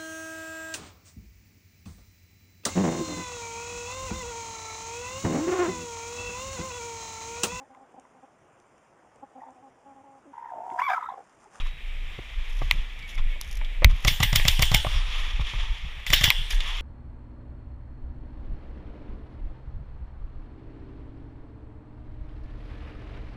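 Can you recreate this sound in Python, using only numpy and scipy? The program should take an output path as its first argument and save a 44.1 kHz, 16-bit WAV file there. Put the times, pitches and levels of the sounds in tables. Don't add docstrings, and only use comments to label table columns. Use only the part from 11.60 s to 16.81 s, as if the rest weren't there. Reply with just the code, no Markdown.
import sys
import numpy as np
from scipy import signal
from scipy.fft import rfft, irfft, next_fast_len
from scipy.io import wavfile
from scipy.ndimage import uniform_filter1d

SR = 44100
rng = np.random.default_rng(int(sys.argv[2]) if len(sys.argv) > 2 else 0)


def volts_from_decibels(level):
    exponent = np.asarray(level, float) / 20
    return 10 ** exponent


def pcm_store(signal):
    levels = np.round(np.clip(np.atleast_2d(signal), -1, 1) * 32767)
    wavfile.write(sys.argv[1], SR, levels.astype(np.int16).T)


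N = 229747

# (frequency [Hz], level [dB])
HALL_COLOUR = [(88, -28), (150, -8.5), (361, -9.5), (624, -8.5), (888, -8.5), (960, -9), (1550, -8.5),
               (1800, -1.5), (2360, 3), (2920, -3.5), (3160, -1.5), (3800, -7), (4050, -16), (5000, -22.5),
               (12700, -34), (14500, -31), (16000, -60)]
# (frequency [Hz], time to fall 60 dB [s])
HALL_T60 = [(400, 2.3), (1000, 6.5), (3000, 5.3), (6000, 2.35), (9000, 2.45), (15000, 0.13)]
# (frequency [Hz], level [dB])
TAIL_COLOUR = [(180, -48), (300, -17.5), (701, -15.5), (856, -5), (1300, -14), (1780, -0.5), (2360, -2),
               (3460, 6), (4160, -7), (7080, -14), (7950, -18.5), (9090, -18), (13800, -16.5), (15000, -20),
               (16000, -25)]
# (top time [s], level [dB], rise time [s], hollow echo over level [dB])
FAR_FIRE = [(0.0, -45.5, 0.02, -2.5), (0.066, -48, 0.021, -1), (0.75, -54, 0.56, -7),
            (1.092, -49, 0.16, -7), (1.5, -48.5, 0.022, -16), (1.587, -42.5, 0.011, 0.5),
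            (1.82, -72, 0.033, -24), (1.92, -53, 0.04, -26), (2.305, -44.5, 0.018, -2.5),
            (2.43, -49, 0.15, -5.5), (3.34, -39.5, 0.083, -3.5), (3.58, -40, 0.17, -6),
            (3.814, -45.5, 0.012, 0), (3.896, -39, 0.071, -10.5), (4.018, -41.5, 0.068, -6),
            (4.15, -49.5, 0.12, -10), (4.33, -54.5, 0.69, -5), (4.913, -37.5, 0.016, -13),
            (5.08, -38.5, 0.11, -6.5), (5.19, -54, 0.1, -15)]
# (frequency [Hz], level [dB])
FAR_FIRE_COLOUR = [(880, -25), (1500, -12.5), (1770, 0.5), (2890, 3), (3400, 6.5), (4120, -9.5),
                   (5200, -13), (6680, -15), (7940, -29.5), (11000, -26.5), (15000, -66)]
# (top time [s], level [dB], rise time [s])
RUB = [(0.06, -67, .02), (0.27, -72, .012), (0.97, -62.5, 0.11), (1.12, -60, 0.037), (1.392, -62, 0.0056),
       (1.5, -61, 0.033), (1.553, -53.5, 0.0074), (1.585, -65, 0.013), (1.71, -61.5, 0.0067),
       (1.806, -64, 0.0024), (1.813, -46, 0.0012), (1.821, -69, 0.004), (1.835, -58, .003),
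       (1.85, -65, 0.049), (1.875, -61, .003), (1.888, -58, .004), (1.912, -52, .002), (1.918, -52, .003),
       (1.928, -53, 0.0035), (1.938, -52, 0.0027), (1.947, -52, .002), (1.953, -52, .002),
       (1.972, -52, .002), (1.99, -56.5, .002), (2.305, -58.5, .015), (2.42, -63.5, 0.11),
       (3.58, -63, 0.086), (3.815, -65, 0.0098), (3.901, -72, 0.062), (4.03, -75, 0.034), (4.8, -77, .03),
       (4.917, -44.5, 0.029), (5.08, -60.5, 0.071), (5.2, -62, 0.033)]
# (frequency [Hz], level [dB])
RUSTLE_COLOUR = [(3000, 7), (6500, 15), (8000, -3), (10500, 10.5), (12500, 4.5), (14000, -4), (15500, -3)]
# (start [s], end [s], frequency [Hz], level [dB])
SQUEAK = [
    (-0.1, 0.253, 3810, -54),
    (1.416, 1.483, 2262, -41.5),
    (1.528, 1.575, 2205, -43),
    (1.69, 1.77, 2220, -44),
    (3.904, 4.218, 905, -52),
]
# (top time [s], level [dB], rise time [s])
SWAY = [(0.038, -22, 0.047), (0.27, -29, 0.068), (0.4, -28.5, 0.1), (0.8, -24, 0.064), (0.93, -25.5, 0.072),
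        (1.04, -24.5, 0.13), (1.187, -20, 0.034), (1.38, -39, 0.31), (1.62, -18.5, 0.085),
        (1.99, -23, 0.11), (2.2, -23, 0.054), (2.289, -14, 0.045), (2.477, -21, 0.061), (2.68, -22.5, 0.11),
        (2.8, -15.5, 0.036), (2.95, -19.5, 0.068), (3.08, -23.5, 0.13), (3.36, -20, 0.086),
        (3.6, -22.5, 0.096), (3.747, -19.5, 0.018), (3.84, -27, 0.037), (3.991, -23, 0.064),
        (4.105, -20.5, 0.016), (4.25, -31.5, 0.081), (4.53, -24, 0.071), (4.658, -25.5, 0.021),
        (4.783, -24.5, 0.072), (4.961, -17.5, 0.043), (5.15, -28.5, 0.28)]
# (top time [s], level [dB])
JOLT = [(0.04, -39), (0.25, -54), (0.36, -44), (0.47, -48), (0.59, -41), (0.72, -39), (0.79, -31.5),
        (1.04, -30), (1.139, -28), (1.19, -34.5), (1.59, -33), (1.66, -35.5), (1.77, -46), (1.88, -34),
        (1.99, -41), (2.259, -16.5), (2.33, -30), (3.268, -25), (3.361, -24), (3.49, -30), (3.6, -37),
        (3.806, -21), (3.95, -33), (4.03, -31.5), (4.12, -33.5), (4.245, -27), (4.38, -36), (4.8, -33),
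        (4.972, -31), (5.06, -37)]
# (time [s], peak [dB], pitch [Hz], upper rattle over peak [dB], thump over peak [dB])
KNOCK = [(0.5878, -29.5, 308, -2.5, -8), (1.0155, -26.5, 795, -5, -6), (1.0186, -25, 352, -25, -40),
         (1.578, -47.5, 290, 21.5, -29), (1.758, -38.5, 970, -9, -25), (2.013, -33.5, 880, 8.5, -26),
         (2.2205, -21, 513, 1.5, -10), (2.2262, -21, 790, -20, -29), (2.2325, -26, 706, 1, -17),
         (2.297, -37, 286, 13.5, -2), (2.798, -27, 686, 16, -29), (3.2472, -17, 780, -3, -17),
         (3.2664, -20.5, 1136, -47, -3.5), (3.795, -29, 825, -4, 6.5), (3.935, -29, 960, -6, -5),
         (4.6788, -28, 1060, -1, 6)]
# (time [s], peak [dB], pitch [Hz])
TICK = [(3.2668, -19.5, 1050), (4.9105, -24.5, 4910), (1.162, -36, 3430), (1.4267, -38, 4600),
        (1.579, -33, 2400), (1.393, -44, 4600), (1.501, -46, 7000), (1.513, -45, 5900), (1.518, -47, 7340),
        (1.8195, -32.5, 3700), (2.0477, -27, 3370), (3.8656, -35, 3660), (4.9083, -21, 2480),
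        (4.9323, -21.5, 1740), (5.0054, -14, 3420)]
# (frequency [Hz], level [dB], time to fall 60 dB [s])
GEAR = [(390, -18, 0.046), (621, -9, 0.088), (736, 2.5, 0.021), (1000, -5, 0.019), (1140, 4, 0.019),
        (1345, -51, 0.017)]
# (time [s], peak [dB], brightness [dB per octave], thump [dB], spray over peak [dB])
PELLET = [
    (1.1109, 0, 1.5, -64, -9),
    (2.245, 2.5, 3.5, -11.5, 4),
    (4.7029, 1, 4.5, -62, -3.5),
    (4.7096, -10, -7.5, -57, -19),
]
# (frequency [Hz], level [dB], time to fall 60 dB [s])
BOARD = [(970, -7, 0.009), (1335, -24, .01), (1950, -3, 0.013), (2260, -8, 0.012), (2700, -10, 0.004),
         (3110, -5, 0.008), (3670, -7, 0.009), (5190, -15, 0.007), (6000, -16, 0.006), (7700, -19, 0.004),
         (12400, -17, 0.004)]
# (time [s], dull level [dB], bright level [dB])
REBOUND = [(2.505, -32, -45), (2.5153, -35, -42), (2.643, -21, -29), (2.655, -39, -41), (2.6684, -32, -45),
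           (2.7728, -27, -30), (2.7855, -30, -33), (2.791, -35, -30), (2.8952, -33, -30), (2.905, -30, -36),
           (2.9147, -37, -26), (2.928, -28, -45), (3.036, -28, -24), (3.0446, -33, -29),
           (3.0547, -29.5, -25), (3.152, -21, -28), (3.167, -26, -23.5), (3.177, -21.5, -28),
           (4.5393, -10, -29), (4.5613, -43, -25), (4.5691, -31, -31), (4.651, -14.5, -28),
           (4.672, -34, -34), (4.688, -22, -31)]
# (frequency [Hz], level [dB], time to fall 60 dB [s])
ACTION_DULL = [(2030, -30, 0.019), (3067, -1.5, 0.029), (3720, -14, 0.022)]
# (frequency [Hz], level [dB], time to fall 60 dB [s])
ACTION_BRIGHT = [(5500, -6, .006), (7250, -8, .006), (8830, -11, .005), (12600, -6, .004),
                 (15000, -10, .005)]
# (frequency [Hz], level [dB])
LOOSE_PART = [(2150, 11), (2900, 3), (3450, 11), (4480, -5), (5500, -9), (7250, -10.5), (8830, -7),
              (12600, -2), (15000, 2)]
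# (time [s], level [dB], low ring over level [dB])
SLAM = [(2.4435, -30, -9), (2.4712, -26, 0), (2.6255, -25, -4), (2.7515, -25, -9), (2.7545, -21, -3),
        (2.879, -19, -6), (3.0165, -31, -5), (3.1411, -30, -3), (2.4761, -18, 0), (2.4793, -17, -2),
        (2.4827, -16, 4), (2.4856, -18, -9), (2.4889, -15, 1), (2.631, -17.5, 11.5), (2.6336, -20, -8),
        (2.636, -7.5, -3), (2.6401, -16, -7), (2.6481, -16, -4), (2.7577, -17, 2), (2.7606, -12, -1),
        (2.7655, -19, -1), (2.7678, -17, -6), (2.8834, -11.5, -5), (2.886, -22, 2), (2.8896, -13, -2),
        (3.0223, -18, -5), (3.0256, -16, -10), (3.03, -10.5, -5), (3.0368, -24, -2), (3.1343, -28, 6),
        (3.1457, -20, 1), (3.1558, -18.5, 4), (3.1604, -20, 2), (3.1728, -26, -5), (4.5317, -31, -5),
        (4.5362, -7.5, 1), (4.5415, -16, -11), (4.5444, -21, -11), (4.5489, -24, -8), (4.5555, -27, -7),
        (4.6049, -29, 3), (4.638, -22, -7), (4.6413, -11, 6), (4.6453, -9.5, -5), (4.648, -12, -8),
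        (4.6542, -17, -4), (4.6574, -15, -2), (4.6637, -27, -3), (4.724, -27, 6)]
# (frequency [Hz], level [dB], time to fall 60 dB [s], share of the low ring column [0 to 1])
SLAM_MODES = [(2160, -6, 0.01, 0.94), (2860, -11, 0.027, 0.51), (3110, -12.5, 0.024, 0.1),
              (3390, -7, 0.013, 0.01), (5600, -21, 0.0086, 0.01)]
# (time [s], level [dB], pitch [Hz])
TAP = [(0.592, -27, 337), (0.595, -34, 332), (1.158, -38, 330), (2.246, -21, 470), (2.249, -20, 292),
       (3.267, -24, 1040), (4.679, -23, 1040), (2.4449, -37, 910), (2.45, -22, 1270), (2.4593, -29, 695),
       (2.4783, -30, 1000), (2.4831, -22, 1110), (2.5992, -32, 1100), (2.6053, -24, 786), (2.617, -36, 800),
       (2.6321, -19.5, 1010), (2.6377, -23, 1000), (2.6456, -32, 800), (2.7305, -23.5, 904),
       (2.7331, -38, 690), (2.7561, -36, 810), (2.8545, -18.5, 726), (2.861, -31, 680), (2.8681, -35, 900),
       (2.8813, -28, 905), (2.9952, -32, 900), (2.9993, -30, 740), (3.0221, -23.5, 1080), (3.026, -41, 800),
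       (3.0295, -29, 1000), (3.1176, -22, 800), (3.1255, -25, 750), (3.1449, -17.5, 775),
       (3.1508, -21, 720), (4.5044, -24, 1000), (4.5083, -47, 800), (4.532, -42, 970), (4.613, -38, 920),
       (4.6163, -33, 695), (4.6394, -35, 1000), (4.7195, -32, 900)]
# (time [s], peak [dB], thump [dB], leak over peak [dB],
# clack over peak [dB])
VALVE = [
    (2.448, -12, -20, -11, -8),
    (2.6026, -13, -16.5, -8.5, -7.5),
    (2.728, -13.5, -18.5, -10, -11),
    (2.8513, -15, -19, -5.5, -7),
    (2.9922, -14, -16.5, -9, -6.5),
    (3.1152, -15, -18, -8, -6),
    (4.465, -17, -44, -4, -42),
    (4.5019, -13.5, -23.5, -12, -15),
    (4.61, -15, -23.5, -5, -11),
]
# (frequency [Hz], level [dB])
VALVE_COLOUR = [(180, -59), (300, -25), (614, 3), (1480, -15), (2100, 11.5), (4910, 2), (7320, -3),
                (8360, -17), (12700, -7.5), (15000, -25), (16000, -40)]
# (time [s], peak [dB], muzzle crack over peak [dB], swell time [s], thump [dB])
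BLAST = [
    (2.478, -9, 4, 0.0079, -24),
    (2.6324, -10, 12.5, 0.005, -24),
    (2.7583, -9.5, 17.5, 0.0078, -25),
    (2.8818, -11, 19, 0.0095, -27),
    (3.0226, -10, 16.5, 0.0061, -25),
    (3.1454, -10, 16.5, 0.0069, -22.5),
    (4.5314, -7, 6.5, 0.0098, -31.5),
    (4.6404, -7, 11.5, 0.009, -30),
]
# (frequency [Hz], level [dB])
BLAST_COLOUR = [(180, -10), (300, -37), (425, -22), (1480, -13.5), (2140, 2), (2480, -2), (3460, 3.5),
                (4160, -4), (5700, -3.5), (8090, -11.5), (8790, -13.5), (9710, -13.5), (13300, -8.5),
                (15000, -8), (16000, -13)]
# (resonance [Hz], width [Hz], level of the added resonance [dB])
PORT = [(5500, 400, -4), (7200, 300, -2), (8800, 400, -2), (12600, 600, -5), (15000, 300, 4)]


def rms_one(x):
    return x / np.sqrt(np.mean(x ** 2) + 1e-20)


def at_hz(points, hz):
    table_hz, value = np.transpose(points)
    return np.interp(np.log(hz), np.log(table_hz), value)


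def lowpass(x, order, hz):
    return signal.sosfilt(signal.butter(order, hz, fs=SR, output="sos"), x)


def highpass(x, order, hz):
    return signal.sosfilt(signal.butter(order, hz, "high", fs=SR, output="sos"), x)


def clicks(times, heights):
    out = np.full(N, 1e-18)
    at = (np.asarray(times) * SR).astype(int)
    np.add.at(out, np.clip(at, 0, N - 1), heights)
    return out


def fade(x, t60):
    return signal.lfilter([1], [1, -volts_from_decibels(-60 / (t60 * SR))], x)


def ring(x, hz, t60):
    r = volts_from_decibels(-60 / (t60 * SR))
    w = 2 * np.pi * hz / SR
    return signal.lfilter([0, np.sin(w)], [1, -2 * r * np.cos(w), r * r], x)


def noise(colour):
    size = next_fast_len(N, True)
    hz = np.maximum(np.arange(size // 2 + 1) * SR / size, 1)
    spectrum = rfft(rng.standard_normal(size)) * volts_from_decibels(at_hz(colour, hz))
    return rms_one(irfft(spectrum, size)[:N])


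def flicker(rate_hz, depth_db):
    r = np.exp(-2 * np.pi * rate_hz / SR)
    slow = signal.lfilter([1], [1, -2 * r, r * r], rng.standard_normal(N + SR))[SR:]
    return volts_from_decibels(depth_db * rms_one(slow))


def swells(top_s, level_db, rise_s, rest_db=-100):
    t = np.arange(0, N + 64, 64) / SR
    rise_s = np.clip(rise_s + 0 * top_s, .002, 1)
    u = np.maximum(1 + (t - np.c_[top_s]) / np.c_[rise_s], 0)
    shape = (u * np.exp(1 - u)) ** 4
    power = volts_from_decibels(2 * rest_db) + np.sum(volts_from_decibels(2 * np.c_[level_db]) * shape, axis=0)
    return np.interp(np.arange(N) / SR, t, np.sqrt(power))


def swing(colour, slack):
    x = noise(colour)
    height = np.abs(signal.hilbert(x, next_fast_len(N))[:N])
    return rms_one(x / (height + slack))


def thump(times, level_db, hz, t60):
    soft = signal.lfilter([.02], [1, -.98], clicks(times, volts_from_decibels(level_db)))
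    return ring(soft, hz, t60)


def clack(times, level_db, length_s, tilt_db=0.):
    scatter_db = rng.normal(0, 2.5, (len(times), len(GEAR)))
    contacts = rng.standard_normal(N) * (rng.random(N) < 900 / SR)
    out = 0
    for k, (hz, mode_db, t60) in enumerate(GEAR):
        height_db = level_db + mode_db + scatter_db[:, k] + tilt_db * np.log2(hz / 600)
        blow = clicks(times, volts_from_decibels(height_db))
        out = out + ring(blow + .5 * fade(blow, length_s) * contacts, hz, t60)
    return out


def hall():
    fan_hz, fan_db, nearest_s = 222, -65.5, 1.5
    hum = np.sin(2 * np.pi * fan_hz * np.arange(N) / SR) * flicker(2.5, 0.85)
    hum = hum * swells(np.array([nearest_s]), np.array([fan_db]), 0.94, fan_db - 3.5)
    wash = highpass(noise(HALL_COLOUR), 2, 170)
    return volts_from_decibels(-47) * rms_one(wash) * flicker(7.2, 1.0) + hum


def far_fire():
    s, far_db, rise_s, hollow_db = np.transpose(FAR_FIRE)
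    hollow_hz, hollow_t60_s = 1177, 0.0048
    once = ring(rng.standard_normal(N), hollow_hz, hollow_t60_s)
    boards = rms_one(ring(once, hollow_hz, hollow_t60_s))
    direct = swells(s, far_db + 2.5, rise_s) * noise(FAR_FIRE_COLOUR)
    echo = swells(s, far_db + hollow_db, 1.04 * rise_s) * boards
    return (direct + echo) * flicker(42, 1.33)


def rustle():
    return swells(*np.transpose(RUB)) * noise(RUSTLE_COLOUR) * flicker(60, 3) * flicker(500, 5.5)


def squeaks():
    wander = .022
    t, out = np.arange(N) / SR, 0
    for start, end, hz, level_db in SQUEAK:
        swell = np.sin(np.pi * np.clip((t - start) / (end - start), 0, 1))
        drift = wander * np.cumsum(rng.standard_normal(N))
        out = out + volts_from_decibels(level_db) * swell * np.sin(2 * np.pi * hz * t + drift)
    return out


def shake():
    deep = swing([(10, -2.5), (21, 17.0), (28, 17.5), (36, 12.5), (55, -36), (300, -120)], slack=0.37)
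    upper = swing([(10, -65), (38, -23.0), (50, 7.0), (75, -7.5), (110, -14.0), (150, -18.5),
                   (260, -41.5), (1000, -110)], slack=0.34)
    shot_s, _, _, _, shot_thump_db = np.transpose(BLAST)
    steps = swells(*np.transpose(JOLT), 0.021, rest_db=-46)
    recoil = swells(shot_s, shot_thump_db + 1.5, 0.029)
    sway = swells(*np.transpose(SWAY), rest_db=-43)
    return lowpass(sway * deep + volts_from_decibels(-1.0) * (steps + recoil) * upper, 4, 320)


def knocks():
    s, peak_db, _, upper_db, low_db = np.transpose(KNOCK)
    rattle = noise([(1200, -58), (1800, -3), (2300, 4.0), (3200, -24.0), (9000, -26), (20000, -80)])
    out = clack(s + 0.001, peak_db - 13.0, 0.03, tilt_db=0.5)
    out += thump(s, peak_db + low_db + 9.5, 123.0, 0.045)
    out += fade(clicks(s, volts_from_decibels(peak_db + upper_db - 9.5)), 0.036) * rattle
    for s, peak_db, hz, *_ in KNOCK:
        heights = volts_from_decibels(peak_db + np.array([-6., -10])) * [1, -1]
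        out += ring(clicks([s + 0.00058, s + 0.00335], heights), hz, 0.025)
    return lowpass(out, 2, 3400)


def ticks():
    s, peak_db, _ = np.transpose(TICK)
    out = fade(clicks(s, volts_from_decibels(peak_db - 15)), 0.075) * noise(FAR_FIRE_COLOUR)
    for s, peak_db, hz in TICK:
        out += ring(clicks([s, s + 0.0025], volts_from_decibels(peak_db + np.array([-7., -10]))), hz, 0.022)
    return out


def board_bend():
    from_hz, to_hz, fall_s, rise_s = 4300, 2050, 0.00047, 0.00075
    t = np.arange(180) / SR
    turns = np.cumsum(to_hz + (from_hz - to_hz) * np.exp(-t / fall_s)) / SR
    return t / rise_s * np.exp(1 - t / rise_s) * np.sin(2 * np.pi * turns)


def pellets():
    s, peak_db, bright_db, thump_db, spray_db = np.transpose(PELLET)
    out = fade(clicks(s + 0.00057, volts_from_decibels(peak_db + spray_db - 7)), 0.0028) * noise(BLAST_COLOUR)
    scatter_db = rng.normal(0, 1, (len(s), len(BOARD)))
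    for k, (hz, level_db, t60) in enumerate(BOARD):
        tilt_db = bright_db * np.log2(hz / 2200)
        height = volts_from_decibels(peak_db + level_db - 10.0 + scatter_db[:, k] + tilt_db)
        first = clicks(s + 0.00041, -.3 * height)
        second = clicks(s + 0.00045 + 1.1 / hz, height)
        out += ring(first + second, hz, t60)
    cavity = fade(clicks(s + 0.0059, volts_from_decibels(peak_db - 42.5)), 0.057) * rng.standard_normal(N)
    out += ring(cavity, 2280, 0.010)
    out += np.convolve(clicks(s + .0003, volts_from_decibels(peak_db - 4.5)), board_bend())[:N]
    body = clack(s, thump_db - 21, 0.012, tilt_db=-6.) - thump(s + 0.0015, thump_db + 11, 60, 0.08)
    return highpass(out, 3, 750) + body


def drum():
    return ring(clicks([3.15], volts_from_decibels(-30)), 860, .17)


def reverberation():
    s, peak_db = np.transpose(BLAST)[:2]
    energy = clicks(s + 0.014, volts_from_decibels(2 * peak_db))
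    near = volts_from_decibels(-39.0) * fade(energy, 0.21)
    size = next_fast_len(N, True)
    spectrum = rfft(noise(TAIL_COLOUR), size)
    hz = np.arange(size // 2 + 1) * SR / size
    edges = np.geomspace(250, 17000, 17)
    out = 0
    for low, high in zip(edges, edges[1:]):
        band = irfft(spectrum * ((hz >= low) & (hz < high)), size)[:N]
        t60 = at_hz(HALL_T60, np.sqrt(low * high))
        far = fade(energy, t60 / 2) - fade(energy, 0.021)
        out = out + band * np.sqrt(near + volts_from_decibels(-65.5) * np.abs(far)) * flicker(5.5, 3.1)
    return out


def clatter():
    s, peak_db = np.transpose(BLAST)[:2]
    contacts = rng.standard_normal(N) * (rng.random(N) < 1300 / SR)
    hits = contacts * fade(clicks(s + 0.0019, volts_from_decibels(peak_db - 11)), 0.041)
    part = rng.integers(0, len(LOOSE_PART), N)
    out = 0
    for k, (hz, level_db) in enumerate(LOOSE_PART):
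        out = out + ring(volts_from_decibels(level_db) * hits * (part == k) + 1e-18, hz, .015)
    return out


def rebounds():
    s, dull_db, bright_db = np.transpose(REBOUND)
    modes = [(mode, dull_db) for mode in ACTION_DULL] + [(mode, bright_db) for mode in ACTION_BRIGHT]
    scatter_db = rng.normal(0, 3, (len(s), len(modes)))
    out = 0
    for k, ((hz, mode_db, t60), level_db) in enumerate(modes):
        out = out + ring(clicks(s, volts_from_decibels(level_db + mode_db + scatter_db[:, k])), hz, t60)
    return out


def slams():
    s, level_db, low_db = np.transpose(SLAM)
    s = s - .0007
    scatter_db = rng.normal(0, 2, (len(s), len(SLAM_MODES)))
    out = 0
    for k, (hz, mode_db, t60, share) in enumerate(SLAM_MODES):
        height_db = level_db + mode_db + share * low_db
        first = clicks(s, volts_from_decibels(height_db + scatter_db[:, k]))
        second = clicks(s + 1 / hz, volts_from_decibels(height_db - 7.5))
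        out = out + ring(first + second, hz, t60)
    return highpass(out, 2, 1400)


def stock_taps():
    out, t = np.zeros(N), np.arange(SR // 40) / SR
    onset = 1 - np.exp(-t / 0.00072)
    for s, level_db, hz in TAP:
        at = int((s - .0016) * SR)
        height = volts_from_decibels(level_db + 4 - 60 * t / 0.011)
        out[at:at + len(t)] += height * onset * np.sin(2 * np.pi * hz * t)
    return out


def valve():
    s, peak_db, thump_db, leak_db, clack_db = np.transpose(VALVE)
    held = np.convolve(clicks(s - .0008, volts_from_decibels(peak_db - 8)), np.hanning(150) ** .3)[:N]
    rattle = fade(held, .012) / 70 * noise(VALVE_COLOUR) * flicker(400, 2)
    leak = fade(clicks(s + 0.004, volts_from_decibels(peak_db + leak_db - 13.5)), 0.5) * noise(TAIL_COLOUR)
    snap = ring(clicks(s, volts_from_decibels(peak_db - 17.0)), 5500, 0.0073)
    snap += ring(clicks(s, volts_from_decibels(peak_db - 16.0)), 7070, 0.006)
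    snap += ring(clicks(s + 0.00154, volts_from_decibels(peak_db - 8.5)), 1985, 0.03)
    body = clack(s + 0.00247, peak_db + clack_db - 13.0, 0.13)
    return rattle + snap + leak + body - thump(s, thump_db + 8.0, 132, 0.045)


def barrel_roar():
    s, peak_db, _, swell_s, _ = np.transpose(BLAST)
    out, t = np.zeros(N), np.arange(SR // 8) / SR
    for at, top_db, rise in zip(((s - .0065) * SR).astype(int), peak_db, swell_s):
        swell = (t / rise * np.exp(1 - t / rise)) ** 2
        after = .5 * np.exp(-t / 0.015) * (1 - np.exp(-t / rise))
        out[at:at + len(t)] += volts_from_decibels(top_db - 10) * (swell + after)
    return out


def blast():
    s, peak_db, crack_db, _, thump_db = np.transpose(BLAST)
    lead = fade(uniform_filter1d(clicks(s - .0014, volts_from_decibels(peak_db - 25.0)), size=300), 0.06)
    crack = fade(uniform_filter1d(clicks(s + 0.0008, volts_from_decibels(peak_db + crack_db + 21.5)), size=110), 0.0049)
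    hiss = noise(BLAST_COLOUR)
    dull = hiss - 0.85 * highpass(hiss, 1, 4000)
    jet = noise(BLAST_COLOUR)
    sharp = jet - 2.1 * lowpass(jet, 1, 4500)
    air = lead * jet + volts_from_decibels(-30) * crack * sharp + barrel_roar() * flicker(260, 1.8) * dull
    nozzle = ring(clicks(s - 0.0047, volts_from_decibels(peak_db - 15)), 7200, 0.0035)
    kick = thump(s - .004, thump_db, 44, 0.029) + thump(s, thump_db + 13.5, 110.5, 0.044)
    return air + nozzle + kick + clack(s - .001, peak_db - 24.0, 0.005)


def scene():
    surroundings = hall() + far_fire() + rustle() + squeaks() + shake()
    strikes = knocks() + ticks() + pellets() + drum()
    moving_parts = clatter() + rebounds() + slams() + stock_taps()
    shots = reverberation() + moving_parts + valve() + blast()
    return (surroundings + strikes + shots)[None]


def band_limit(x):
    return signal.sosfilt(signal.butter(12, 16500, fs=SR, output="sos"), x)


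def record(dry):
    lifted = dry.copy()
    for hz, width_hz, lift_db in PORT:
        b, a = signal.iirpeak(hz, hz / width_hz, fs=SR)
        lifted += volts_from_decibels(lift_db) * signal.lfilter(b, a, dry)
    limited = np.clip(lifted, -.8, .8)
    top = signal.cheby2(10, 45, 16100, fs=SR, output="sos")
    return band_limit(signal.sosfilt(top, limited))


dry = scene()
out = record(dry)
pcm_store(out)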